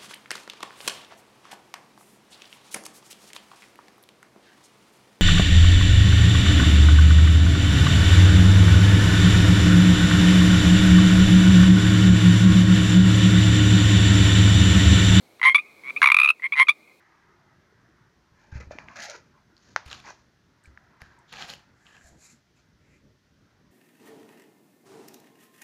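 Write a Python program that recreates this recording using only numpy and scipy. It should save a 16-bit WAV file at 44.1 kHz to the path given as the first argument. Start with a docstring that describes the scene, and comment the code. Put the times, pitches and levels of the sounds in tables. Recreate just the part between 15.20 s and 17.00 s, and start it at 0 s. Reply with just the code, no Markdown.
"""A tree frog close to the microphone, at the edge of a pond at night: two-part calls (a pulsed
croak, then a rising chirp) and one long rattle. Its vocal sac favours the second harmonic;
every pulse starts with a snap of the larynx and carries a thin rasp of air.
The bank throws back short echoes; far frogs and a low hush fill the gaps."""
import sys
import numpy as np
from scipy import signal
from scipy.fft import rfft, irfft
from scipy.io import wavfile
from scipy.ndimage import uniform_filter1d

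SR = 44100
rng = np.random.default_rng(int(sys.argv[2]) if len(sys.argv) > 2 else 0)


def master_out(mix):
    """Clip the mix to full scale and print it as 16-bit PCM to the path in sys.argv[1]."""
    frames = np.transpose(np.atleast_2d(mix))
    ceiling = np.clip(frames, -1, 1)
    pcm = np.round(ceiling * 32767).astype(np.int16)
    wavfile.write(sys.argv[1], SR, pcm)


N = 79380
TIME = np.arange(N) / SR
AGE = TIME[:SR // 7]   # time within one note, s


def from_db(db):
    """Decibels to gain."""
    return 10 ** (np.asarray(db) / 20)


def unit_rms(x):
    """Scale to unit rms."""
    return x / np.sqrt(np.mean(x ** 2) + 1e-20)


def curve(rows, s):
    """Every column of a table, read at time s."""
    times, *columns = np.transpose(rows)
    return [np.interp(s, times, c) for c in columns]


def add(out, s, sound):
    """Mix a sound in at time s."""
    i = max(int(s * SR), 0)
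    out[i:i + len(sound)] += sound[:max(len(out) - i, 0)]


def butter(x, order, hz, kind="low"):
    """Butterworth filter, low-pass by default."""
    return signal.sosfilt(signal.butter(order, hz, kind, fs=SR, output="sos"), x)


def noise(spectrum, size):
    """Coloured noise of unit rms."""
    hz, db = np.transpose(spectrum)
    bins = np.maximum(np.fft.rfftfreq(size, 1 / SR), 1)
    gain = from_db(np.interp(np.log(bins), np.log(hz), db))
    return unit_rms(irfft(rfft(rng.standard_normal(size)) * gain, size))


def wander(rate_hz, size=len(AGE)):
    """Smooth random motion of unit rms."""
    return unit_rms(butter(rng.standard_normal(size), 2, rate_hz))


def envelope(age, attack, hold, release, opening=0):
    """Linear rise from an opening share; exponential fall once age passes hold."""
    rise = np.clip(age / max(attack, 1 / SR), 0, 1)
    return (opening + (1 - opening) * rise) * np.exp(-np.maximum(age - hold, 0) / release)


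# Spectrum of the night air: f/Hz, relative level/dB
HUSH_SPECTRUM = [(30, -28), (70, -11.5), (330, 1), (650, -4), (1600, -13.5), (3100, -16.5), (4200, -11),
                 (4900, -19), (12200, -23.5), (16000, -27.5)]
# Its rise and fall: t/s, level/dB
HUSH_LEVEL = [(0, -59), (.55, -59), (.8, -51.5), (1.0, -69), (1.2, -61.5)]
def night_hush():
    """A low hush all around the pond."""
    return from_db(curve(HUSH_LEVEL, TIME)[0]) * noise(HUSH_SPECTRUM, N)


def pond_reverb(x, t60_s=1):
    """Diffuse tail from the plants and banks around the water."""
    tail = rng.standard_normal(N) * from_db(-60 * TIME / t60_s) * np.minimum(TIME / 0.0067, 1)
    return signal.fftconvolve(x, tail / np.linalg.norm(tail))[:N]


# The far chorus as it reaches the microphone: t/s, level/dB
CHORUS_LEVEL = [(0, -63), (.18, -69.5), (.45, -54), (.6, -56), (.8, -56.5), (1.16, -64), (1.55, -61),
                (1.68, -59.5), (1.8, -68)]
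def far_frogs(count=220, pitch_hz=1151, spread=.1, note_s=.012):
    """Many distant chirps at random times and pitches, blurred by the pond."""
    out = np.zeros(N)
    shape = envelope(AGE, note_s / 2, note_s, note_s / 2)
    for when, pitch_draw, size_draw in rng.random((count, 3)):
        phase = 2 * np.pi * pitch_hz * (1 + spread * (2 * pitch_draw - 1)) * AGE
        note = np.sin(2 * phase) + from_db(-12) * np.sin(phase)
        add(out, when * TIME[-1], (.5 + size_draw) * note * shape)
    return from_db(curve(CHORUS_LEVEL, TIME)[0]) * unit_rms(out + pond_reverb(out))


# Reflections off the bank: delay/s, level/dB against the direct sound
ECHOES = [(.0075, -20.5), (.0125, -22.5), (.0205, -33), (.031, -36.5)]
def bank_echoes(frog):
    """The nearby bank throws each call back to the microphone."""
    out = np.zeros(N)
    for delay, db in ECHOES:
        add(out, delay, from_db(db) * frog)
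    return out


# Centre of the thin ring over all the near calls: t/s, f/Hz
CALL_RING = [(.26, 10660), (.29, 9710), (.38, 9760), (.83, 10430), (.99, 9900), (1.08, 9150), (1.33, 9340),
             (1.365, 10740), (1.40, 9850), (1.53, 9880)]
# A higher ring that climbs through the rattle: t/s, f/Hz
RATTLE_RING = [(.86, 12100), (.97, 13000), (1.0, 15300)]
def high_ring(calls, centres, gain_db, width_hz=110, linger_s=0.0024):
    """A narrow ring high above the voice follows its loudness and lingers a moment."""
    decay = np.exp(-1 / (linger_s * SR))
    loudness = signal.lfilter([1 - decay], [1, -decay], np.abs(signal.hilbert(calls)))
    phase = 2 * np.pi * np.cumsum(curve(centres, TIME)[0]) / SR
    ring = wander(width_hz / 2, N) * np.sin(phase) + wander(width_hz / 2, N) * np.cos(phase)
    return from_db(gain_db) * loudness ** 1.4 * ring


# Modes of the near frog's throat and sac: f/Hz, relative level/dB, t60/s
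THROAT_MODES = [(1023, -7.5, 0.037), (1346, -2, 0.01), (2062, -5, 0.031), (2794, -16.5, 0.027),
                (3394, -15.5, 0.018), (3908, -13, 0.012), (4610, -22.5, 0.0099), (5700, -30, 0.025),
                (6610, -33, 0.028)]
def larynx_snap(low_db_per_octave=0, opening_s=0.00033):
    """The larynx pops open and rings the throat, a little differently each time."""
    modes = np.zeros(len(AGE))
    for k, (hz, db, t60) in enumerate(THROAT_MODES):
        octaves_below = max(np.log2(THROAT_MODES[2][0] / hz), 0)
        struck_db = db + low_db_per_octave * octaves_below + rng.normal(0, 2.26)
        modes += (-1) ** k * from_db(struck_db - 60 * AGE / t60) * np.sin(2 * np.pi * hz * AGE)
    return modes * np.minimum(AGE / opening_s, 1)


# Balance of harmonics 3 to 10: relative level/dB
OVERTONES = [-20.5, -38, -46.5, -51.5, -60, -49.5, -43, -60.5]
# Air rasping through the larynx: f/Hz, relative level/dB
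RASP_SPECTRUM = [(700, -19), (1000, 12), (1500, 2), (4200, 1), (5200, -28.5), (6100, -12), (7900, -25),
                 (8900, -7), (10300, -10.5), (11700, -15), (12400, -13.5), (13600, -18.5), (16000, -13)]
def voice(pitch, db, fundamental_db, bright_db, rasp_db, top_hz, jitter=0.016, sac_hz=1012):
    """Unsteady tone with fluttering overtones and a puff of rasp each cycle; louder is brighter."""
    phase = 2 * np.pi * np.cumsum(pitch * (1 + jitter * wander(rate_hz=390))) / SR
    radiated = np.minimum(pitch / sac_hz, 1) ** 16   # the sac radiates little below sac_hz
    tone = from_db(fundamental_db) * radiated * np.sin(phase) + np.sin(2 * phase)
    overtones = sum(from_db(level + bright_db) * (1 + 0.61 * wander(rate_hz=160)) * np.sin(k * phase)
                    for k, level in enumerate(OVERTONES, 3))
    puffs = (1 + .5 * np.sin(phase)) * from_db(rasp_db) * noise(RASP_SPECTRUM, len(AGE))
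    rasp = butter(puffs, 4, min(top_hz, .45 * SR))
    force = from_db(db + 7)
    return tone + force ** 0.56 * overtones + force ** 0.36 * rasp


# Croaks at close range: t/s, length/s, level/dB, swell/dB, f/Hz, rise/share of f, pulse period/s,
# extra first gap/s, time to fuse/s, fundamental/dB, pulse attack/s
CROAKS = [(0.2151, .075, -8.5, 7.5, 1009, 0.058, 0.0068, 0.0087, 0.041, -9.5, 0.00055),
          (0.635, 0.073, -19.5, 18, 1075, 0.086, .0076, 0.00034, .085, -17, 0.002),
          (1.2215, 0.045, -20.5, 9, 1036, 0.034, 0.0063, 0.00079, .02, -24, 0.00027),
          (1.355, 0.068, -8, 16, 1013, 0.057, .0068, 0.0015, 0.044, -11, 0.00088)]
def croaks(warble=0.042, fusing_s=0.003, surge_db=4, surge_s=0.0041):
    """Separate snapping pulses swell, then in most croaks fuse with a surge into a warbling tone."""
    out, k = np.zeros(N), np.arange(24)
    for start, length, db, swell_db, hz, rise, period, lag, fuse_s, fundamental_db, attack in CROAKS:
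        pulses = period * k + lag * (1 - 0.14 ** k)
        pulse_age = AGE - pulses[np.searchsorted(pulses, AGE, "right") - 1]
        fused = np.clip((AGE - fuse_s) / fusing_s + .5, 0, 1)
        surge = np.exp(-((AGE - fuse_s) / surge_s) ** 2)
        effort_db = surge_db * surge - swell_db * np.maximum(1 - AGE / fuse_s, 0)
        level = from_db(db + effort_db) * envelope(AGE, 0, length, release=0.0024)
        pulsing = envelope(pulse_age, attack, hold=attack + 0.0016, release=0.0025)
        beat = uniform_filter1d(fused + (1 - fused) * pulsing, size=SR // 1500)
        wobble = warble * fused * np.sin(2 * np.pi * pulse_age / period)
        pitch = hz * (1 + rise * np.minimum(AGE / length, 1) + wobble)
        tone = voice(pitch, db, fundamental_db, bright_db=0, rasp_db=-25.5, top_hz=10420)
        add(out, start, level * beat * tone)
        for s in pulses[pulses < length]:
            strength = np.interp(s, AGE, level * (1 - fused) ** 2) * from_db(fundamental_db + 6.5)
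            add(out, start + s, strength * larynx_snap(low_db_per_octave=-2.5))
    return out


# Chirps at close range: t/s, attack/s, hold/s, release/s, level/dB, f/Hz, glide/(Hz/s),
# fundamental/dB, snap/dB
CHIRPS = [(0.1965, 0.0013, 0.0011, 0.0014, -45.5, 1060, 6, -9, 8.5),
          (0.295, 0.0011, 0.0028, 0.0056, -12.5, 1064, -5, -34, -9),
          (0.3015, 0.0024, 0.021, 0.0059, -18.5, 1047, 598.5, -25, -30),
          (0.3459, 0.0024, 0.015, 0.0065, -7, 1105, 3002, -15, -4),
          (0.3792, 0.005, 0.005, .001, -16.5, 1112, 2999, -13.5, -12.5),
          (0.387, 0.0015, 0.0022, 0.0087, -18, 1182, 3002.5, -17.5, -19),
          (.7620, 0.0023, 0.012, 0.006, -21, 1146, 5506, -19, -33.5),
          (1.196, 0.0025, 0.0052, 0.0021, -41.5, 978, 3, -15, -6),
          (1.322, 0.0011, 0.011, 0.0024, -17, 1122, 3, -18.5, -23),
          (1.3358, .002, 0.0065, 0.0041, -20.5, 1215, 2, -22, -9),
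          (1.4256, 0.0023, 0.0031, 0.0039, -9.5, 1070, -2.5, -11.5, -25),
          (1.4688, 0.0019, 0.0057, 0.011, -28, 1210, 5.5, -13.5, -22.5),
          (1.4840, 0.0099, 0.0086, 0.0073, -3, 1103, 4503, -16, -8)]
def chirps(throb_hz=95):
    """Short, slightly throbbing notes; some hold their pitch, others glide upward."""
    out = np.zeros(N)
    throb = np.sin(2 * np.pi * throb_hz * AGE)
    for start, attack, hold, release, db, hz, glide, fundamental_db, snap_db in CHIRPS:
        pitch = (hz + glide * np.minimum(AGE, hold + 2 * release)) * (1 + 0.011 * throb)
        shape = envelope(AGE, attack, hold, release) * (1 + 0.25 * throb)
        tone = voice(pitch, db, fundamental_db, bright_db=3.5, rasp_db=-30.5, top_hz=11860)
        add(out, start, from_db(db) * (shape * tone + from_db(snap_db) * larynx_snap()))
    return out


# Pulses of the rattle at close range: t/s, level/dB, f/Hz, hold/s
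RATTLE_PULSES = [(0.8175, -9, 839, 0.0015), (0.8282, -6.5, 1110, 0.0054), (0.8414, -6.5, 1107, 0.0038),
                 (0.8581, -6, 1185, 0.0031), (0.8719, -6, 1173, 0.0042), (0.8872, -9.5, 1120, 0.00054),
                 (0.9007, -6.5, 1106, 0.0017), (0.9173, -3.5, 1196, 0.004), (0.9435, -3.5, 1205, 0.0033),
                 (0.9661, -4, 1223, .0038), (0.9862, -5, 1223, 0.0031), (0.9982, -5.5, 1258, 0.005),
                 (1.0143, -8, 1254, 0.0055), (1.0313, -7, 1260, 0.0042), (1.044, -7, 1270, 0.0052),
                 (1.0577, -7, 1245, 0.0036), (1.0744, -10, 1285, 0.0028), (1.0876, -4, 1300, 0.0027),
                 (1.1008, -6.5, 1307, 0.0047)]
# They grow rounder and purer: t/s, attack/s, release/s, fundamental/dB, snap/dB, top of the rasp/Hz
RATTLE_TONE = [(.82, 0.00042, 0.0035, -6.5, 1.5, 11700), (.89, 0.00095, .0035, -10.5, -7, 12700),
               (.945, 0.0024, 0.0016, -12.5, -15, 13000), (1.10, 0.003, 0.0032, -13.5, -20.5, 16300)]
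def rattle(sag_hz_per_s=9000):
    """A run of short pulses that set in abruptly, swell, and sag in pitch as their pressure is spent."""
    out = np.zeros(N)
    for start, db, hz, hold in RATTLE_PULSES:
        attack, release, fundamental_db, snap_db, top_hz = curve(RATTLE_TONE, start)
        pitch = hz - sag_hz_per_s * np.clip(AGE - hold / 2, 0, 2 * release)
        shape = envelope(AGE, attack, hold, release, opening=0.12)
        tone = voice(pitch, db, fundamental_db, bright_db=-3.5, rasp_db=-25, top_hz=top_hz)
        add(out, start, from_db(db) * (shape * tone + from_db(snap_db) * larynx_snap()))
    return out


def scene():
    """From the water's edge: the near frog and its echoes, over the far chorus and the hush."""
    rattling = rattle()
    calls = croaks() + chirps() + rattling
    rings = high_ring(calls, CALL_RING, gain_db=-33) + high_ring(rattling, RATTLE_RING, gain_db=-40)
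    frog = butter(calls + rings, 6, hz=857, kind="high")   # too small to radiate bass
    reflections = bank_echoes(frog) + from_db(-46) * pond_reverb(frog)
    return (frog + reflections + far_frogs() + night_hush())[None]


def record(dry, push_limit=0.95, pull_limit=0.77, cutoff_hz=15900):
    """One microphone rounds the loudest peaks, sooner on the pull than on the push; the top is cut."""
    limit = np.where(dry > 0, push_limit, pull_limit)
    rounded = dry / (1 + (dry / limit) ** 8) ** (1 / 8)
    return signal.sosfilt(signal.ellip(10, .2, 70, cutoff_hz, fs=SR, output="sos"), rounded)


dry = scene()
out = record(dry)
master_out(out)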